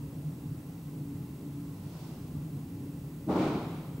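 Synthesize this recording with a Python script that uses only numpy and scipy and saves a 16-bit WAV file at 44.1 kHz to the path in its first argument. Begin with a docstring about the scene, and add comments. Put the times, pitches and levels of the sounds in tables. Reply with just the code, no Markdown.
"""A large gym hall. From the start, ventilation drones: air rumbles in the ducts under fan tones
and a swelling hum, with a thin bed of microphone hiss and whine. Around 2 s, sleeves rustle faintly
as an archer raises a bow. Near 3.3 s something heavy, perhaps a door across the hall, bumps and
shudders with a short scraping rush. The hall rings on over the drone."""
import sys
import numpy as np
from scipy import signal
from scipy.fft import irfft
from scipy.io import wavfile
from scipy.ndimage import uniform_filter1d

SR = 44100
rng = np.random.default_rng(int(sys.argv[2]) if len(sys.argv) > 2 else 0)


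def pcm_store(signal):
    """Save signal as 16-bit PCM."""
    levels = np.round(np.clip(np.atleast_2d(signal), -1, 1) * 32767)
    wavfile.write(sys.argv[1], SR, levels.astype(np.int16).T)


N = 176400
TIME = np.arange(N) / SR
FREQS = np.fft.rfftfreq(N, 1 / SR)

# Colour of the duct rumble: freq_hz, density_db
RUMBLE_EQ = [(20, -25), (32, -25), (48, -16.5), (75, -9), (100, -2.5), (116, -7), (140, 3), (172, -3),
             (200, -9), (240, -5.5), (315, -9), (370, -17.5), (450, -19.5), (620, -27.5), (1000, -30.5),
             (1600, -40), (3000, -46.5), (7000, -59)]
# Left-right likeness of the moving air: freq_hz, correlation
AIR_STEREO = [(70, .9999), (130, .9988), (175, .996), (230, .988), (300, .98), (420, .945), (600, .87),
              (1000, .8), (1500, .6), (3000, .1)]
# Stereo lean of the noise layers: freq_hz, left_minus_right_db
BALANCE = [(20, 0), (200, 0), (400, .5), (700, 1), (1250, 1.5), (2300, -1.5), (4400, -1.7), (8000, -.8)]
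# Duct resonances, ahead of the draught's fader and roll-off: pitch_hz, width_hz, level_db
DUCT_TONES = [(147, 24.4, -49), (168.8, 6.8, -53.5), (406.5, 7.6, -66)]
# Fader ride of the draught in the ducts: time_s, gain_db
DRAUGHT_RIDE = [(0, 0.5), (.4, 1), (.7, -1), (1.1, 0), (1.6, 0.5), (2.05, -2), (2.3, 2.5), (2.7, 0),
                (2.95, 0.5), (3.25, -0.5), (3.6, 2), (4, 1.5)]
# Swells of the hum: time_s, level_db
HUM_RIDE = [(0, -52), (.9, -55), (1.1, -42.5), (1.38, -57.5), (1.6, -47.5), (2.0, -55), (2.55, -52.5),
            (2.85, -45.5), (3.15, -52.5), (4, -54.5)]
# Steady fan tones: pitch_hz, level_db
FAN_TONES = [(841, -74), (1021, -77.5), (1081, -79), (1380, -81.5), (1980, -83), (2700, -80.5)]
# Colour of the microphone hiss: freq_hz, density_db
HISS_EQ = [(100, -3), (2500, 1.5), (6000, -1), (7200, -0.5), (7900, 1), (9200, -0.5), (15500, 2)]
# Left-right likeness of the hiss: freq_hz, correlation
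HISS_STEREO = [(100, 0.9), (1000, 0.11), (4000, 0.28), (6500, 0.71), (8000, 0.59), (10000, 0.64),
               (15000, 0.42)]
# Colour of sliding cloth: freq_hz, density_db
SLEEVE_EQ = [(200, 1), (550, 9), (1000, 7), (1600, -6), (3000, -4), (4200, -4), (5000, -3), (6500, -7.5),
             (9000, -15), (14000, -19)]
# Left-right likeness of sleeves, thuds and scrapes in the hall: freq_hz, correlation
HALL_STEREO = [(60, .9999), (130, .9985), (220, .998), (320, .993), (600, .965), (900, .9), (1400, .5),
               (3000, .1), (15000, .3)]
# Hits of the shuddering door: start_s, gain_db, rise_s
BUMPS = [(3.265, -29, 0.037), (3.342, -30.5, 0.0072), (3.392, -32, 0.0039), (3.456, -34, .006),
         (3.526, -43.5, 0.0048)]
# Colour of each thud: freq_hz, density_db
BUMP_EQ = [(30, -43), (70, -17), (120, -7.5), (180, -1), (235, 0), (300, 3), (370, 0), (450, -5.5),
           (560, -6.5), (820, -9), (1050, -13), (1380, -17.5), (1650, -27), (2400, -34), (4000, -37.5),
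           (9000, -50)]
# Ring of the door panel: pitch_hz, gain_db, t60_s
DOOR_MODES = [(183.7, -7, 0.92), (278, -7.5, 0.32), (314.6, -0.5, .55), (362, -8, .35), (624, -16.5, 1),
              (808, -11.5, 0.61)]
# Reverb tail of the hall: freq_hz, t60_s
HALL_T60 = [(100, 0.75), (300, 0.99), (700, 1.16), (1500, 1.29), (4000, 1.53), (10000, 0.44)]
# Strokes of the scraping rush: start_s, rise_s, hold_s, level_db
SCRAPES = [(3.284, 0.034, 0.023, -49.5), (3.34, .065, 0.054, -43.5), (3.646, 0.034, .01, -60)]
# Colour of a scrape: freq_hz, density_db
SCRAPE_EQ = [(200, -1), (700, 8.5), (1300, 7.5), (1700, -2.5), (2300, 5.5), (2900, -1.5), (3800, -1),
             (5500, -8.5), (8000, -14), (14000, -31)]


def amp(db):
    """Decibels to gain."""
    return 10 ** (np.asarray(db) / 20)


def unit_rms(x):
    """Scales to rms 1."""
    return x / np.sqrt(np.mean(x ** 2) + 1e-20)


def curve_at(points, hz):
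    """Reads a curve on a log-frequency axis."""
    freqs, values = np.transpose(points)
    return np.interp(np.log(hz + 1), np.log(freqs + 1), values)


def stereo_noise(eq, stereo=HALL_STEREO):
    """Coloured mid-side noise of rms 1, its width set band by band."""
    a, b, c, d = rng.standard_normal((4, len(FREQS)))
    likeness = np.clip(curve_at(stereo, FREQS), -1, 1)
    mid = np.sqrt(1 + likeness) * (a + 1j * b)
    side = np.sqrt(1 - likeness) * (c + 1j * d)
    lean_db = curve_at(BALANCE, FREQS) / 2
    gain = amp(curve_at(eq, FREQS) + np.array([lean_db, -lean_db]))
    return unit_rms(irfft(np.array([mid + side, mid - side]) * gain, N))


def narrow_band(hz, width_hz):
    """A narrow band of noise: the tighter it is, the more like a wavering tone."""
    a, b = rng.standard_normal((2, len(FREQS)))
    return unit_rms(irfft((a + 1j * b) / (1 + (2 * (FREQS - hz) / width_hz) ** 4) ** .5, N))


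def drifting_tone(hz, wander_hz=1.38):
    """A tone of even strength whose pitch wanders a little."""
    drift = wander_hz * unit_rms(uniform_filter1d(rng.standard_normal(N), size=4000))
    return np.sqrt(2) * np.sin(2 * np.pi * np.cumsum(hz + drift) / SR)


def moving_eq(x, gain_db, size=512):
    """Applies a gain that varies with frequency and time."""
    frames = dict(fs=SR, nperseg=size, noverlap=size * 3 // 4)
    hz, t, spectrum = signal.stft(x, **frames)
    return signal.istft(spectrum * amp(gain_db(hz[:, None], t)), **frames)[1][:, :N]


def turbulence_db(hz, t, patch_db=1.5, swell_db=0.33):
    """Churning air: random patches across the spectrum on a slight overall swell."""
    patches = uniform_filter1d(rng.standard_normal((len(hz), len(t))), size=8, axis=0)
    patches = uniform_filter1d(patches, size=10, axis=1)
    swell = uniform_filter1d(rng.standard_normal(len(t)), size=8)
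    return patch_db * unit_rms(patches) + swell_db * unit_rms(swell)


def draught_db(hz, t, corner_hz=600):
    """The draught rides the low end up and down and barely moves the treble."""
    return np.interp(t, *np.transpose(DRAUGHT_RIDE)) / (1 + (hz / corner_hz) ** 2)


def ventilation():
    """Air rumbles unevenly in resonant ducts, under fan tones and a hum that swells and sinks."""
    rumble = moving_eq(stereo_noise(RUMBLE_EQ, AIR_STEREO), turbulence_db, size=2048)
    ducts = sum(amp(db) * narrow_band(hz, width) for hz, width, db in DUCT_TONES)
    air = moving_eq(amp(-41.5) * unit_rms(rumble) + ducts, draught_db)
    hum = amp(np.interp(TIME, *np.transpose(HUM_RIDE))) * drifting_tone(hz=284.5)
    fans = sum(amp(db) * drifting_tone(hz) for hz, db in FAN_TONES)
    return air + hum + fans


def electronics():
    """Microphone hiss, with a thin electrical whine and fizz in opposite polarity left and right."""
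    whine = amp([[-74], [-66]]) * drifting_tone(hz=15704)  # louder on the right
    fizz = amp(-75) * narrow_band(hz=11510, width_hz=300)
    hiss = amp(-59.5) * stereo_noise(HISS_EQ, HISS_STEREO)
    return hiss + np.array([[1], [-1]]) * (whine + fizz)


def sleeves(peak_s=2.03, half_width_s=.18, peak_db=-55.5):
    """Cloth slides in one soft swish as the arm swings overhead."""
    return amp(peak_db) * stereo_noise(SLEEVE_EQ) / (1 + ((TIME - peak_s) / half_width_s) ** 2)


def hall_tail(x, start_s):
    """From start_s on, each band dies away at the hall's own speed."""
    return moving_eq(x, lambda hz, t: -60 * np.maximum(t - start_s, 0) / curve_at(HALL_T60, hz))


def door_bumps(crossover_hz=500, treble_lag_s=0.012, early_db=5, early_s=0.047):
    """Each bump starts dull, sets the panel ringing and arrives smeared by the hall."""
    lowpass = signal.butter(2, crossover_hz, fs=SR, output="sos")
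    out = np.zeros((2, N))
    for start, db, rise in BUMPS:
        age = np.maximum(TIME - start, 0)
        ring = np.zeros(N)
        for hz, mode_db, t60 in DOOR_MODES:
            ring += amp(mode_db - 60 * age / t60) * np.sin(2 * np.pi * (hz * age + rng.random()))
        thud = hall_tail(stereo_noise(BUMP_EQ), start + rise) + ring
        bass = signal.sosfiltfilt(lowpass, thud)
        bass_attack = np.minimum(age / rise, 1)
        treble_attack = np.clip((age - treble_lag_s) / rise, 0, 1)
        lift_db = early_db * np.exp(-age / early_s)  # near reflections add punch
        out += amp(db + lift_db) * (bass_attack * bass + treble_attack * (thud - bass))
    return out


def scraping_rush():
    """Brighter scrapes swell among the bumps, a faint one follows, and each fades in the hall."""
    out = np.zeros((2, N))
    for start, rise, hold, db in SCRAPES:
        attack = np.clip((TIME - start) / rise, 0, 1)
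        out += amp(db) * attack * hall_tail(stereo_noise(SCRAPE_EQ), start + rise + hold)
    return out


def scene():
    """The mix: room tone and hiss, then sleeves, then the door and its scrapes."""
    return ventilation() + electronics() + sleeves() + door_bumps() + scraping_rush()


def record(dry):
    """A steep high cut takes off the very top."""
    high_cut = signal.firwin(1023, cutoff=15820, window=("kaiser", 9), fs=SR)
    return signal.oaconvolve(dry, high_cut[None], "same")


dry = scene()
out = record(dry)
pcm_store(out)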